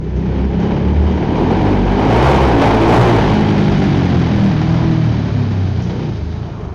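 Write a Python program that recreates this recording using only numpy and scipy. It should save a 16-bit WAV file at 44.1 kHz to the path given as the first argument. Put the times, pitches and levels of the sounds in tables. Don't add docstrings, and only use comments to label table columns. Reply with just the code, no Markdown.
import sys
import numpy as np
from scipy import signal
from scipy.fft import rfft, irfft, next_fast_len
from scipy.io import wavfile
from scipy.ndimage import uniform_filter1d, map_coordinates

SR = 44100
rng = np.random.default_rng(int(sys.argv[2]) if len(sys.argv) > 2 else 0)


def store_wav(level_fs):
    pcm = np.round(np.clip(np.atleast_2d(level_fs), -1, 1) * 32767)
    wavfile.write(sys.argv[1], SR, pcm.T.astype(np.int16))


N = 297630

# time_s, cycle_hz
ENGINE_SPEED = [(0, 31.08), (.52, 33.1), (.85, 36.45), (1.24, 38.08), (1.45, 40.62), (1.64, 51.4),
                (1.84, 47), (2.1, 54.6), (2.27, 67.6), (2.45, 67.2), (2.56, 55.9), (2.73, 53.65),
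                (3.05, 60.5), (3.25, 51.29), (3.42, 53.53), (3.97, 46.7), (4.19, 42.37), (4.56, 38.02),
                (4.76, 41.6), (4.96, 40.01), (5.81, 29.36), (6.04, 32.03), (6.2, 24.4), (6.45, 29.99),
                (6.67, 23.78)]


def exhaust(cycle, load):
    # start_s, length_s, growl_lift_db, bark_lift_db
    throttle_stabs = [(0.245, .2, 0.5, -1), (1.282, .33, 2.5, 2), (2.86, .2, 1, 1.5), (4.68, .22, 1, 2.5),
                      (5.873, 0.26, 4.5, 1), (6.34, .45, 0.5, 3)]
    growl_db, bark_db = sum(np.outer(lifts_db, hump(start_s, length_s))
                            for start_s, length_s, *lifts_db in throttle_stabs)
    blows = firings(cycle, scatter_db=2.04, jitter_ms=0.18)
    pulses = steady(alley(blows, wet_db=1.0))
    gas = puffs(blows, life_ms=1.0, wet_db=8.0, t60_s=0.39)
    idle_start_s = 6.37
    idling_s = np.maximum(np.arange(N) / SR - idle_start_s, 0)
    return (amp(growl_db) * growl(pulses, gas, load)
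            + amp(bark_db) * bark(pulses, gas, load)
            + rasp(blows, pulses, idling_s, fade_db_per_s=10)
            + clatter(blows, idling_s, fade_db_per_s=31))


def firings(cycle, scatter_db, jitter_ms):
    cylinders = [5.5, -9, 3, -4, -12.5, -1, -10, -5.5]
    onsets = np.flatnonzero(np.diff(np.floor(cycle * len(cylinders))) > 0)
    size_error, time_error = rng.standard_normal((4096, 2))[:len(onsets)].T
    strength = amp(np.resize(cylinders, len(onsets)) + scatter_db * size_error)
    onsets = np.clip(onsets + jitter_ms * time_error * SR / 1000, 0, N - 1)
    return np.bincount(onsets.astype(int), strength, N)


def puffs(blows, life_ms, wet_db, t60_s):
    t = np.arange(SR // 2) / SR
    age = t * 1000 / life_ms
    burst = age * np.exp(-age)
    tail = amp(-60 * t / t60_s) ** 2
    energy_response = burst / burst.sum() + amp(wet_db) ** 2 * tail / tail.sum()
    energy = signal.fftconvolve(blows ** 2, energy_response)[:N]
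    return steady(np.sqrt(np.abs(energy) + 1e-9) * rng.standard_normal(N))


def growl(pulses, gas, load):
    # freq_hz, gain_db
    pipe = [(120, -59), (200, -11.5), (265, -3), (335, 0), (420, -1.5), (480, -11), (580, -18),
            (900, -40.5), (2000, -80)]
    # pull_db, pull_slope, coast_db, coast_slope
    law = (-19.5, 0.58, -24.5, 0.92)
    excitation = np.sqrt(1 - load) * pulses + np.sqrt(load) * gas
    return effort_gain(law) * steady(ring(excitation, pipe))


def bark(pulses, gas, load):
    # freq_hz, gain_db
    mouth_pulling = [(300, -41), (480, -7.5), (590, -4.5), (690, -5), (770, -2), (890, -1.5), (1020, -6.5),
                     (1170, -14), (2200, -46)]
    mouth_coasting = [(300, -42.5), (500, -10.5), (630, 0.5), (780, -4.5), (950, -2.5), (1080, -2.5),
                      (1400, -8.5), (2300, -36.5)]
    # pull_db, pull_slope, coast_db, coast_slope
    law = (-23.5, 1.23, -27.5, 1.13)
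    blast = gas + amp(-4.5) * pulses
    throaty = steady(ring(blast, mouth_pulling))
    bright = steady(ring(blast, mouth_coasting))
    return effort_gain(law) * steady(load * throaty + (1 - load) * bright)


def rasp(blows, pulses, idling_s, fade_db_per_s):
    # freq_hz, gain_db
    spectrum = [(800, -23.5), (1220, -4), (1550, 0), (1950, -3), (2400, -3), (2740, -8.5), (3030, -4.5),
                (3600, -13.5), (5000, -24), (8000, -57)]
    # pull_db, pull_slope, coast_db, coast_slope
    law = (-32, 0.97, -31.5, 1.18)
    jet = puffs(blows, life_ms=0.98, wet_db=13.5, t60_s=0.27) + amp(-9.5) * pulses
    return effort_gain(law) * amp(-fade_db_per_s * idling_s) * steady(ring(jet, spectrum))


def clatter(blows, idling_s, fade_db_per_s):
    # freq_hz, gain_db
    spectrum = [(2000, -27), (3300, -2), (3900, 1.5), (4300, -3), (4600, -0.5), (5300, -5), (6200, -9),
                (9500, -12), (16000, -20.5)]
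    # pull_db, pull_slope, coast_db, coast_slope
    law = (-44, 1.0, -39, 0.8)
    bursts = puffs(blows, life_ms=2.6, wet_db=14.0, t60_s=0.3)
    return effort_gain(law) * amp(-fade_db_per_s * idling_s) * steady(ring(bursts, spectrum))


def drone(cycle, flutter_db, sway_rad, fade_db):
    # pull_db, coast_db
    orders = [(-3, -9.5), (0.5, -4.5), (-5.5, 0.5), (-4.5, 0.5), (-2.5, -6), (-5.5, -6), (-18.5, -6),
              (-20, -16)]
    # freq_hz, gain_db
    transmission = [(25, -18), (36, -10), (47, -0.5), (66, 1), (85, -0.5), (120, 0), (190, 1), (280, -2),
                    (420, -4)]
    # pull_db, pull_slope, coast_db, coast_slope
    law = (-19.5, 0.38, -19.5, 0.83)
    cycle_hz, coast, tones = curve(ENGINE_SPEED), coasting(), np.zeros(N)
    for order, (pull_db, coast_db) in enumerate(orders, 1):
        source_db = (1 - coast) * pull_db + coast * coast_db
        alley_db = along(transmission, order * cycle_hz) + standing_wave_db(order)
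        phase = 2 * np.pi * (order * cycle + rng.random()) + sway_rad * wobble(27)
        waver_db = flutter_db * wobble(25) + fade_db * wobble(7)
        tones += amp(source_db + alley_db + waver_db) * np.sqrt(2) * np.sin(phase)
    return effort_gain(law) * tones


def effort_gain(law, cruise_db=-31):
    # time_s, effort_db
    effort = [(0.0, -46.5), (0.09, -45), (0.39, -36), (0.47, -40), (0.69, -33), (0.9, -36.5), (1.69, -28.5),
              (1.82, -31.5), (2.27, -21), (2.58, -25.5), (2.63, -20.5), (2.78, -25), (2.97, -21),
              (3.46, -28), (4.74, -32), (5.73, -38), (6.0, -37), (6.24, -42), (6.71, -41.5), (6.75, -45)]
    pull_db, pull_slope, coast_db, coast_slope = law
    push_db, coast = curve(effort) - cruise_db, coasting()
    pulling_db = pull_db + pull_slope * push_db
    coasting_db = coast_db + coast_slope * push_db
    return amp((1 - coast) * pulling_db + coast * coasting_db)


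def coasting(lift_off_s=3, ease_s=0.63):
    return np.clip((np.arange(N) / SR - lift_off_s) / ease_s, 0, 1)


def alley(x, wet_db, positions=10):
    # freq_hz, t60_s
    decay_times = [(100, 0.65), (1000, 0.73), (7000, 0.46)]
    hz, t, spectra = signal.stft(rng.standard_normal((positions, SR * 3 // 4)), SR, nperseg=256)
    decay = amp(-60 * t / along(decay_times, hz)[:, None])
    tails = signal.istft(spectra * decay, SR, nperseg=256)[1]
    place = np.linspace(0, positions - 1, N)
    share = np.sqrt(np.clip(1 - np.abs(place - np.arange(positions)[:, None]), 0, 1))
    echoes = signal.fftconvolve(x * share, tails / np.linalg.norm(tails[0]), axes=1)
    return x + amp(wet_db) * echoes.sum(0)[:N]


def standing_wave_db(order):
    # start_s, length_s, exhaust_order, lift_db
    swells = [(.42, .38, 6, 6), (0.826, .36, 2, 6.5), (0.602, .7, 5, 2.5), (1.755, 0.2, 1, 9.5),
              (2.2, 0.15, 2, 3.5), (2.379, 0.21, 1, 6.5), (2.756, .18, 6, 14), (2.953, .14, 2, 6),
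              (3.021, 0.16, 6, 11.5), (3.74, 0.35, 4, 1), (3.902, 0.41, 2, 6.5), (4.28, 0.25, 5, 10),
              (4.703, 0.544, 3, 6), (4.849, .25, 4, 5.5), (4.736, .26, 8, 14.5), (5.204, .35, 7, 7.5),
              (5.298, .55, 3, 7.5), (5.95, .2, 5, 8), (6.125, 0.24, 3, 6.5), (6.36, .2, 5, 7.5),
              (.58, 0.3, 2, -6), (5.4, .75, 2, -6), (5.87, 0.36, 3, -6)]
    return sum(lift_db * hump(start_s, length_s)
               for start_s, length_s, k, lift_db in swells if k == order)


def boom():
    # freq_hz, gain_db
    wall_bass = [(25, -29), (45, -8.5), (72, -2.5), (100, -1), (170, 0), (240, -4.5), (330, -11.5),
                 (600, -54.5)]
    # pull_db, pull_slope, coast_db, coast_slope
    law = (-21, 0.37, -18.5, .95)
    return effort_gain(law) * steady(ring(rng.standard_normal(N), wall_bass))


def rattles(t60_s):
    # start_s, level_db
    chinks = [(.16, -50.5), (.6, -46), (1.11, -46.5), (5.82, -42)]
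    # freq_hz, gain_db
    metal = [(2000, -32), (3000, -0.5), (4500, -4.5), (5700, 2), (16000, -17.5)]
    t = np.arange(N) / SR
    envelope = sum(amp(level_db - 60 * np.abs(t - start_s) / t60_s) * (t > start_s)
                   for start_s, level_db in chinks)
    return envelope * unit(ring(rng.standard_normal(N), metal))


def street(level_db):
    # freq_hz, gain_db
    rumble = [(15, -7.5), (30, 0), (45, -0.5), (80, -16.5), (400, -40.5)]
    return amp(level_db) * unit(ring(rng.standard_normal(N), rumble))


def amp(db):
    return 10 ** (np.asarray(db) / 20)


def unit(x):
    return x / np.sqrt(np.mean(x ** 2) + 1e-20)


def steady(x, size=6000):
    power = uniform_filter1d(uniform_filter1d(x ** 2, size), size // 2)
    return x / np.sqrt(np.abs(power) + 1e-12)


def along(points, hz):
    freq_hz, values = np.transpose(points)
    return np.interp(np.log(hz + 1), np.log(freq_hz + 1), values)


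def curve(points):
    return np.interp(np.arange(N) / SR, *np.transpose(points))


def hump(start_s, length_s, edge_s=0.057):
    t = np.arange(N) / SR
    return np.clip(np.minimum(t - start_s, start_s + length_s - t) / edge_s, 0, 1)


def wobble(rate_hz):
    return map_coordinates(rng.standard_normal(2048), [np.arange(N) * rate_hz / SR], mode="wrap")


def ring(x, colour, size=8192):
    gain_db = along(colour, np.fft.rfftfreq(size, 1 / SR))
    cepstrum = irfft(np.log(amp(gain_db) + 1e-6))
    cepstrum[1:size // 2] *= 2
    cepstrum[size // 2 + 1:] = 0
    return signal.fftconvolve(x, irfft(np.exp(rfft(cepstrum))))[:N]


def filtered(x, response):
    size = next_fast_len(N + SR // 2)
    return irfft(rfft(x, size) * response(np.fft.rfftfreq(size, 1 / SR)), size)[:N]


def scene():
    # time_s, load_fraction
    engine_load = [(0, 0.81), (1.5, 0.91), (2.9, .7), (3.4, 0.78), (3.8, 0.56), (5.5, 0.42), (6, 0.7),
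                   (6.5, 0.3)]
    load = curve(engine_load)
    cycle_hz = curve(ENGINE_SPEED) * (1 + .002 * load * wobble(14))
    cycle = np.cumsum(cycle_hz) / SR
    tones = drone(cycle, flutter_db=2.37 * load, sway_rad=0.11 * load, fade_db=2.03)
    return (tones + exhaust(cycle, load) + boom() + rattles(t60_s=.45) + street(level_db=-41.5))[None]


def record(dry):
    # freq_hz, gain_db
    microphone = [(6300, -0.5), (6900, -7), (7500, -24.5), (8300, -33.5), (9300, -15), (10200, -22.5),
                  (11500, -32), (15000, -38)]
    ceiling, hardness, hiss_db, top_hz = .48, 64, -89, 15750
    heard = filtered(dry[0], lambda hz: amp(along(microphone, hz)))
    clipped = heard / (1 + np.abs(heard / ceiling) ** hardness) ** (1 / hardness)
    hiss = amp(hiss_db) * rng.standard_normal(N)
    return filtered(clipped + hiss, lambda hz: hz < top_hz)[None]


dry = scene()
out = record(dry)
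store_wav(out)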